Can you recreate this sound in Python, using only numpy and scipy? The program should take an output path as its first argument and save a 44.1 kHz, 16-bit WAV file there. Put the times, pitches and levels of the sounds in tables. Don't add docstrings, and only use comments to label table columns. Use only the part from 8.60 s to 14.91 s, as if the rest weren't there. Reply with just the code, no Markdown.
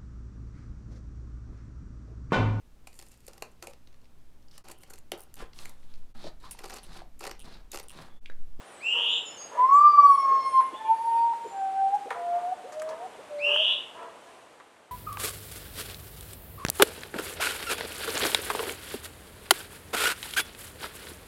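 import sys
import numpy as np
from scipy import signal
from scipy.fft import rfft, irfft
from scipy.io import wavfile
from scipy.ndimage import uniform_filter1d

SR = 44100
rng = np.random.default_rng(int(sys.argv[2]) if len(sys.argv) > 2 else 0)


def master_out(mix):
    frames = np.transpose(np.atleast_2d(mix))
    ceiling = np.clip(frames, -1, 1)
    pcm = np.round(ceiling * 32767).astype(np.int16)
    wavfile.write(sys.argv[1], SR, pcm)


N = 278271
T = np.arange(N) / SR


def undb(db):
    return 10 ** (np.asarray(db) / 20)


def unit(x):
    return x / np.sqrt(np.mean(x ** 2))


def band(x, hz, width_hz):
    return signal.lfilter(*signal.iirpeak(hz, hz / width_hz, fs=SR), x)


def bandlimit(x, edge_hz, kind, order):
    return signal.sosfilt(signal.butter(order, edge_hz, kind, fs=SR, output="sos"), x)


def walk(rate_hz):
    hold = max(int(SR / rate_hz), 1)
    steps = np.repeat(rng.standard_normal(N // hold + 1), hold)
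    slewed = uniform_filter1d(uniform_filter1d(steps, hold), hold)
    return unit(slewed[:N])


def hump(start_s, length_s):
    part = np.clip((T - start_s) / length_s, 0, 1)
    return part, np.sin(np.pi * part) ** 0.48


def phase(hz):
    return 2 * np.pi * np.cumsum(hz) / SR


# (at_hz, density_db)
HISS_SPECTRUM = [(15, -52), (30, -33.5), (85, -15.5), (160, -13.5), (392, -3.5), (448, -2), (525, -2),
                 (800, -2.5), (1020, -5), (1800, -11), (3180, -15), (4990, -23.5), (6300, -23.5),
                 (8470, -21.5), (10700, -28), (14000, -40.5)]
HISS_DB = -52


def hiss():
    hz = np.maximum(np.arange(N // 2 + 1) * SR / N, 1)
    at_hz, density_db = np.transpose(HISS_SPECTRUM)
    colour = undb(np.interp(np.log(hz), np.log(at_hz), density_db))
    high_share = hz ** 2 / (hz ** 2 + 2500 ** 2)

    def part(share):
        noise = rng.standard_normal(N) * undb(0.5 * walk(10))
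        return irfft(rfft(noise) * colour * np.sqrt(share), N)

    low, high = part(1 - high_share), part(high_share)
    return undb(HISS_DB) * unit(low + high * undb(0.23 * walk(15)))


FOREST_T60_S, FOREST_TREBLE_T60_S = 0.89, 0.33
FOREST_SPLIT_HZ, FOREST_ONSET_S, FOREST_LENGTH_S = 1800, .012, 1.5


def forest(x):
    t = T[:int(FOREST_LENGTH_S * SR)]
    noise = rng.standard_normal(len(t)) * np.minimum(t / FOREST_ONSET_S, 1)
    low = bandlimit(noise, FOREST_SPLIT_HZ, "low", 4)
    high = bandlimit(noise, FOREST_SPLIT_HZ, "high", 4)
    tail = low * 1000 ** (-t / FOREST_T60_S) + high * 1000 ** (-t / FOREST_TREBLE_T60_S)
    tail = tail / np.sqrt(SR * FOREST_T60_S / (2 * np.log(1000)))
    return signal.fftconvolve(x, tail)[:N]


# (start_s, length_s, drive_db)
CHATTER_NOTES = [(2.043, 0.0294, -60.5), (2.132, 0.061, -59.5), (2.244, 0.045, -58), (2.491, 0.051, -64.5),
                 (2.555, 0.055, -65.5)]
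CHATTER_HZ = 493


def chatter():
    turn = phase(CHATTER_HZ * (1 + .02 * walk(25) + 0.026 * walk(300)))
    voice = sum(undb(4 * walk(30)) * np.sin(k * turn) for k in range(5, 8))
    gain = sum(undb(db) * hump(start_s, length_s)[1] for start_s, length_s, db in CHATTER_NOTES)
    return voice * gain


# (start_s, length_s, from_hz, to_hz, level_db, shiver_rms_hz)
THIN_GLIDES = [(0.049, 0.119, 9540, 9450, -62.5, 40.4), (0.121, 0.1, 8000, 8030, -62, 200),
               (0.232, 0.11, 7440, 7640, -56, 184), (0.36, 0.12, 7430, 7010, -68, 200),
               (0.484, 0.14, 6920, 7346, -54, 130.5), (0.652, 0.071, 6980, 6950, -47, 68.5),
               (0.653, 0.108, 5240, 5300, -60, 49.3), (0.766, 0.1, 6576, 6536, -47.5, 79),
               (0.772, 0.11, 4810, 4808, -60, 200.2), (1.122, 0.075, 6780, 7970, -54.5, 343),
               (1.431, 0.2, 9934, 9760, -59.5, 29.5), (1.451, 0.13, 8980, 8880, -62, 40.1),
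               (1.834, 0.12, 8850, 8850, -60, 39.8), (1.836, 0.26, 9720, 9910, -62.5, 30.2),
               (2.248, 0.225, 10480, 10710, -67, 69.5), (2.401, 0.22, 10810, 10270, -63.5, 79.8),
               (2.835, 0.17, 7130, 7280, -63, 30.35)]


def thin_glides():
    out, shiver = 0, walk(400)
    for start_s, length_s, from_hz, to_hz, level_db, shiver_hz in THIN_GLIDES:
        part, env = hump(start_s, length_s)
        hz = from_hz + (to_hz - from_hz) * part + shiver_hz * shiver
        out = out + undb(level_db) * env * np.sin(phase(hz))
    return np.sqrt(2) * out


# (start_s, length_s, nominal_pitch_hz, drive_db, roughness_0_to_1)
FAR_BARKS = [(0.331, 0.092, 477, -44.5, 0.41), (0.91, 0.11, 566, -46, 0.62),
             (1.618, 0.17, 572, -48.5, 0.72), (3.528, 0.066, 498.5, -44, 0.3),
             (3.721, 0.11, 299, -48, 0.36), (4.255, 0.1, 503, -48, 0.64), (4.368, 0.075, 470, -56, 0.11),
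             (4.844, 0.11, 406.7, -44.5, 0.47), (5.031, 0.1, 349, -51, 0.32),
             (5.343, 0.13, 330.9, -46, 0.44), (5.662, 0.038, 338.2, -54, 0.3)]
# (centre_hz, single_pass_width_hz, gain_db)
MUZZLE_RESONANCES = [(486, 120, -2), (630, 273, 4), (908, 330, 3.5), (1595, 290, -9)]


def dogs():
    out, noise = 0, rng.standard_normal(N)
    for start_s, length_s, pitch_hz, drive_db, rough in FAR_BARKS:
        part, env = hump(start_s, length_s)
        turn = phase(pitch_hz * (.93 + 0.073 * env))
        pulses = sum(np.cos(k * turn) for k in range(1, 6))
        rough = np.clip(rough, 0, 1)
        out = out + undb(drive_db) * env * ((1 - rough) * pulses + 8.8 * rough * noise)
    return sum(undb(db) * band(band(out, hz, width_hz), hz, width_hz)
               for hz, width_hz, db in MUZZLE_RESONANCES)


# (start_s, body_drive_db, treble_drive_db, ring_t60_s, treble_hz)
SNAP_EVENTS = [(0.992, -44.5, -67, 0.14, 4000), (2.006, -41, -64.5, 0.11, 4030),
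               (3.345, -65, -52, .1, 8000), (2.735, -45, -62, 0.057, 4000), (3.505, -31.5, -48, 0.15, 4960),
               (4.122, -48.5, -44.5, 0.15, 4500), (4.197, -58, -40, 0.04, 3600),
               (4.219, -42, -41.5, 0.05, 8900), (4.29, -56, -45, 0.13, 4200),
               (4.472, -52, -60, 0.045, 4980), (4.96, -38, -50, .02, 7000), (4.945, -67, -53.5, .25, 7000),
               (5.429, -46, -57, 0.033, 6000), (6, -43.5, -67, 0.0653, 4000)]
# (centre_hz, single_pass_width_hz, gain_db)
WOOD_RESONANCES = [(516, 190, 11.5), (780, 120, 15), (997, 120, 17), (1211, 650, 16.5), (1685, 800, 8.5),
                   (2830, 1500, -8)]


def twigs():
    body, crackle = 0, 0
    noise = rng.standard_normal(N) * undb(2.5 * walk(300))
    for start_s, body_db, treble_db, ring_s, treble_hz in SNAP_EVENTS:
        age_s = np.maximum(T - start_s, 0)
        env = (T > start_s) * (1000 ** (-age_s / ring_s) + 0.4 * np.exp(-age_s / 0.002))
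        body = body + undb(body_db) * env
        crackle = crackle + band(undb(treble_db) * env * noise, treble_hz, treble_hz)
    wood = sum(undb(db) * band(band(body * noise, hz, width_hz), hz, width_hz)
               for hz, width_hz, db in WOOD_RESONANCES)
    return wood + bandlimit(crackle, [1800, 10000], "band", 2)


# (start_s, length_s, mid_level_db, level_change_db, final_trill_depth_hz)
BUZZ_CALLS = [(0.202, .445, -22.5, -3, 578), (4.784, 0.43, -20.5, -5.5, 568)]
BUZZ_BASE_HZ, BUZZ_CLIMB_HZ_PER_S = 2644, 1750
BUZZ_LEAP_HZ, BUZZ_LEAP_S, BUZZ_SAG_HZ, BUZZ_SAG_S = 720, .022, 248, .05
BUZZ_ATTACK_S, BUZZ_RELEASE_S, BUZZ_EDGE_DB = 0.067, 0.081, -31
TRILL_START_HZ, TRILL_SLOWING, TRILL_THROB = 211.2, 0.19, 0.37
BUZZ_PIPE_HZ, BUZZ_SECOND_DB, BUZZ_THIRD_DB, BUZZ_BREATH_DB = 2790, -40.5, -44, -42.5


def flycatcher():
    out, breath = 0, unit(band(rng.standard_normal(N), 5700, 4000))
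    for start_s, length_s, level_db, change_db, depth_hz in BUZZ_CALLS:
        part = hump(start_s, length_s)[0]
        age_s, left_s = part * length_s, (1 - part) * length_s
        leap_hz = BUZZ_LEAP_HZ * np.exp(-age_s / BUZZ_LEAP_S)
        sag_hz = BUZZ_SAG_HZ * np.exp(-left_s / BUZZ_SAG_S)
        hz = BUZZ_BASE_HZ + BUZZ_CLIMB_HZ_PER_S * age_s - leap_hz - sag_hz

        attack = np.maximum(1 - age_s / BUZZ_ATTACK_S, 0) ** 1.3
        release = np.maximum(1 - left_s / BUZZ_RELEASE_S, 0)
        gain_db = level_db + change_db * (part - .5) + BUZZ_EDGE_DB * (attack + release)
        gain = undb(gain_db) * (age_s > 0) * (left_s > 0)

        cycle = phase(TRILL_START_HZ * (1 - TRILL_SLOWING * part) + 24 * part * walk(60))
        swung_hz = hz + depth_hz * part * (np.sin(cycle) + .13 * walk(300))
        turn = phase(swung_hz)
        throb = gain * (1 + TRILL_THROB * np.minimum(4 * part, 1) * np.cos(cycle + 0.66))
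        tone = throb * np.sin(turn) / np.sqrt(1 + ((swung_hz - 3050) / 900) ** 4)

        opening = np.exp(-(age_s / 0.059) ** 2)
        piped = bandlimit((1 - opening) * tone, BUZZ_PIPE_HZ, "high", 8)
        second = (undb(BUZZ_SECOND_DB) + undb(-3.5 - 360 * part)) * np.sin(2 * turn)
        third = undb(BUZZ_THIRD_DB) * np.sin(3 * turn)
        out = out + opening * tone + piped + throb * (second + third + undb(BUZZ_BREATH_DB) * breath)
    return np.sqrt(2) * out


# (time_s, level_db)
SONG_LEVELS = [
    [(.96, -47), (.995, -22), (1.05, -17), (1.083, -32.5), (1.096, -18), (1.108, -26), (1.122, -15.5),
     (1.19, -16), (1.2, -19.5), (1.214, -14), (1.228, -18.5), (1.247, -10), (1.29, -14), (1.33, -20),
     (1.365, -22.5), (1.392, -10), (1.418, -22), (1.44, -15), (1.465, -15), (1.485, -19.5), (1.503, -15),
     (1.535, -18), (1.566, -28.5), (1.59, -25), (1.612, -32), (1.64, -25), (1.732, -22), (1.782, -25),
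     (1.834, -34.5), (1.876, -27.5), (1.904, -42), (1.95, -22.5), (1.986, -18), (2.003, -18.5)],
    [(2.14, -52), (2.165, -48.5), (2.19, -53), (2.215, -38), (2.235, -47.5), (2.255, -33), (2.275, -36),
     (2.296, -22), (2.314, -17.5), (2.345, -25), (2.36, -37.5), (2.39, -44.5), (2.415, -33), (2.44, -36),
     (2.472, -27.5), (2.638, -23), (2.712, -24), (2.728, -24.5)],
    [(2.91, -51), (2.95, -38.5), (3.03, -29), (3.112, -36), (3.228, -24.5), (3.272, -25), (3.304, -31),
     (3.33, -27), (3.354, -24), (3.37, -34)],
    [(3.55, -48), (3.58, -40), (3.7, -32.5), (3.768, -28), (3.805, -37.5), (3.84, -32.5), (3.9, -33.5),
     (3.915, -34.5), (3.928, -28), (3.937, -34)],
    [(4.07, -50), (4.114, -57), (4.174, -36.5), (4.258, -37.5), (4.384, -48.5), (4.426, -40.5),
     (4.465, -39.5)],
    [(4.69, -56), (4.716, -40.5), (4.754, -37), (4.962, -34), (4.982, -43.5), (5.004, -33.5), (5.022, -39)],
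]
# (time_s, pitch_hz)
SONG_PITCH = [
    [(.96, 959.5), (1.02, 1010), (1.07, 1055), (1.12, 1111), (1.17, 1159), (1.23, 1183), (1.3, 1180),
     (1.38, 1157), (1.48, 1132), (1.58, 1086), (1.74, 1081), (1.9, 1065), (2.005, 1054)],
    [(2.14, 858), (2.165, 857), (2.21, 883), (2.25, 870), (2.31, 901.9), (2.37, 914.6), (2.6, 923.5),
     (2.73, 929)],
    [(2.92, 786.8), (3.056, 770.5), (3.258, 780), (3.32, 794), (3.37, 834)],
    [(3.56, 698), (3.7, 697), (3.86, 709.3), (3.92, 740), (3.935, 747)],
    [(4.08, 604), (4.2, 625.3), (4.33, 639), (4.39, 666.9), (4.448, 748), (4.465, 756)],
    [(4.7, 605), (4.73, 586.6), (4.818, 581.9), (4.952, 589.5), (5.02, 637.4)],
]
SONG_EFFORT_DB = [-19.5, -31, -31, -32.5, -46, -51]
RELEASE_S, BEAK_OPENS_S, END_DROP_HZ, PITCH_HOLD_S = .006, .3, 159.9, .06


def song_controls():
    on, effort, beak, drop = np.zeros(N), 0, 0, 0
    for effort_db, levels in zip(SONG_EFFORT_DB, SONG_LEVELS):
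        start_s, end_s = levels[0][0], levels[-1][0]
        sounding = (T > start_s) * np.exp(-np.maximum(T - end_s, 0) / RELEASE_S)
        on = on + sounding
        effort = effort + undb(effort_db) * sounding * np.clip((T - start_s) / .05, 0, 1)
        beak = np.where(T > start_s, np.clip((T - start_s) / BEAK_OPENS_S, 0, 1) ** 2, beak)
        stopping = (T > end_s) * (T < end_s + 5 * RELEASE_S)
        drop = drop + stopping * (1 - sounding) ** 2

    held = []
    for note in SONG_PITCH:
        (first_s, first_hz), (last_s, last_hz) = note[0], note[-1]
        held += [(first_s - PITCH_HOLD_S, first_hz), *note, (last_s + PITCH_HOLD_S, last_hz)]
    hz = uniform_filter1d(np.interp(T, *np.transpose(held)), int(.03 * SR)) - END_DROP_HZ * drop
    level_db = np.interp(T, *np.concatenate(SONG_LEVELS).T)
    gain = uniform_filter1d(undb(level_db), int(0.0013 * SR))
    return hz, gain * uniform_filter1d(on, int(0.0032 * SR)), effort, beak


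# (at_hz, base_db)
THROAT_COLOUR = [(1200, -34), (1550, -32.5), (1770, -26.5), (1810, -38), (1850, -39), (2050, -36),
                 (2300, -36), (2900, -47), (3250, -45.5), (3500, -53.5), (3900, -55), (4300, -39),
                 (4550, -30), (4750, -38), (5050, -47.5), (5250, -37.5), (5430, -36.5), (5700, -46),
                 (5900, -49), (6450, -40.5), (7000, -59), (7800, -73.5)]
# (start_s, level_db)
GULP_EVENTS = [(2.125, -45), (2.845, -42), (3.455, -43), (4.039, -44.5), (4.58, -47)]
GULP_S, GULP_FROM_HZ, GULP_TO_HZ = .036, 320, 572
OPEN_BEAK_DB, CLOSING_DB_PER_S = -1.5, 6
HIGH_HARMONICS_DB = -5.5


def whistler():
    hz, gain, effort, beak = song_controls()
    first_end_s = SONG_LEVELS[0][-1][0]
    beak_db = OPEN_BEAK_DB - CLOSING_DB_PER_S * np.maximum(T - first_end_s, 0)
    turn = phase(hz + 2.5 * walk(30))
    song, overtones = gain * np.sin(turn), 0
    throat_hz, throat_db = np.transpose(THROAT_COLOUR)
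    for k in range(2, 10):
        db = np.interp(np.log(k * hz), np.log(throat_hz), throat_db)
        db = db + 1.5 * walk(7.27) + 3.0 * walk(44.92)
        db = db + (k > 2) * beak_db + (k >= 6) * HIGH_HARMONICS_DB
        opening = beak if k > 2 else 1
        overtones = overtones + effort * opening * undb(db) * np.sin(k * turn)

    breathy_hz = 70 * walk(150)
    for start_s, level_db in GULP_EVENTS:
        part, env = hump(start_s, GULP_S)
        gulp_hz = GULP_FROM_HZ + (GULP_TO_HZ - GULP_FROM_HZ) * part + breathy_hz
        song += undb(level_db) * env * np.sin(phase(gulp_hz))
    return np.sqrt(2) * song, np.sqrt(2) * overtones


def scene():
    song, overtones = whistler()
    # (source, direct_db, echo_db)
    mix = [(song, 0, -11), (overtones, -1.5, -0.1), (flycatcher(), -6, -4),
           (thin_glides() + chatter(), 0, 3.5), (dogs(), 1.5, 2), (twigs(), 0, -8)]
    direct = sum(undb(direct_db) * source for source, direct_db, _ in mix)
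    echo = forest(sum(undb(echo_db) * source for source, _, echo_db in mix))
    return (direct + echo + hiss())[None]


# (time_s, gain_db)
FADE_GAIN = [(5.299, 2.5), (5.801, 0), (6.31, -6)]
TOP_HZ = 14000


def record(dry):
    time_s, gain_db = np.transpose(FADE_GAIN)
    faded = dry * undb(np.interp(T, time_s, gain_db))
    return signal.sosfilt(signal.ellip(10, .2, 70, TOP_HZ, fs=SR, output="sos"), faded)


dry = scene()
out = record(dry)
master_out(out)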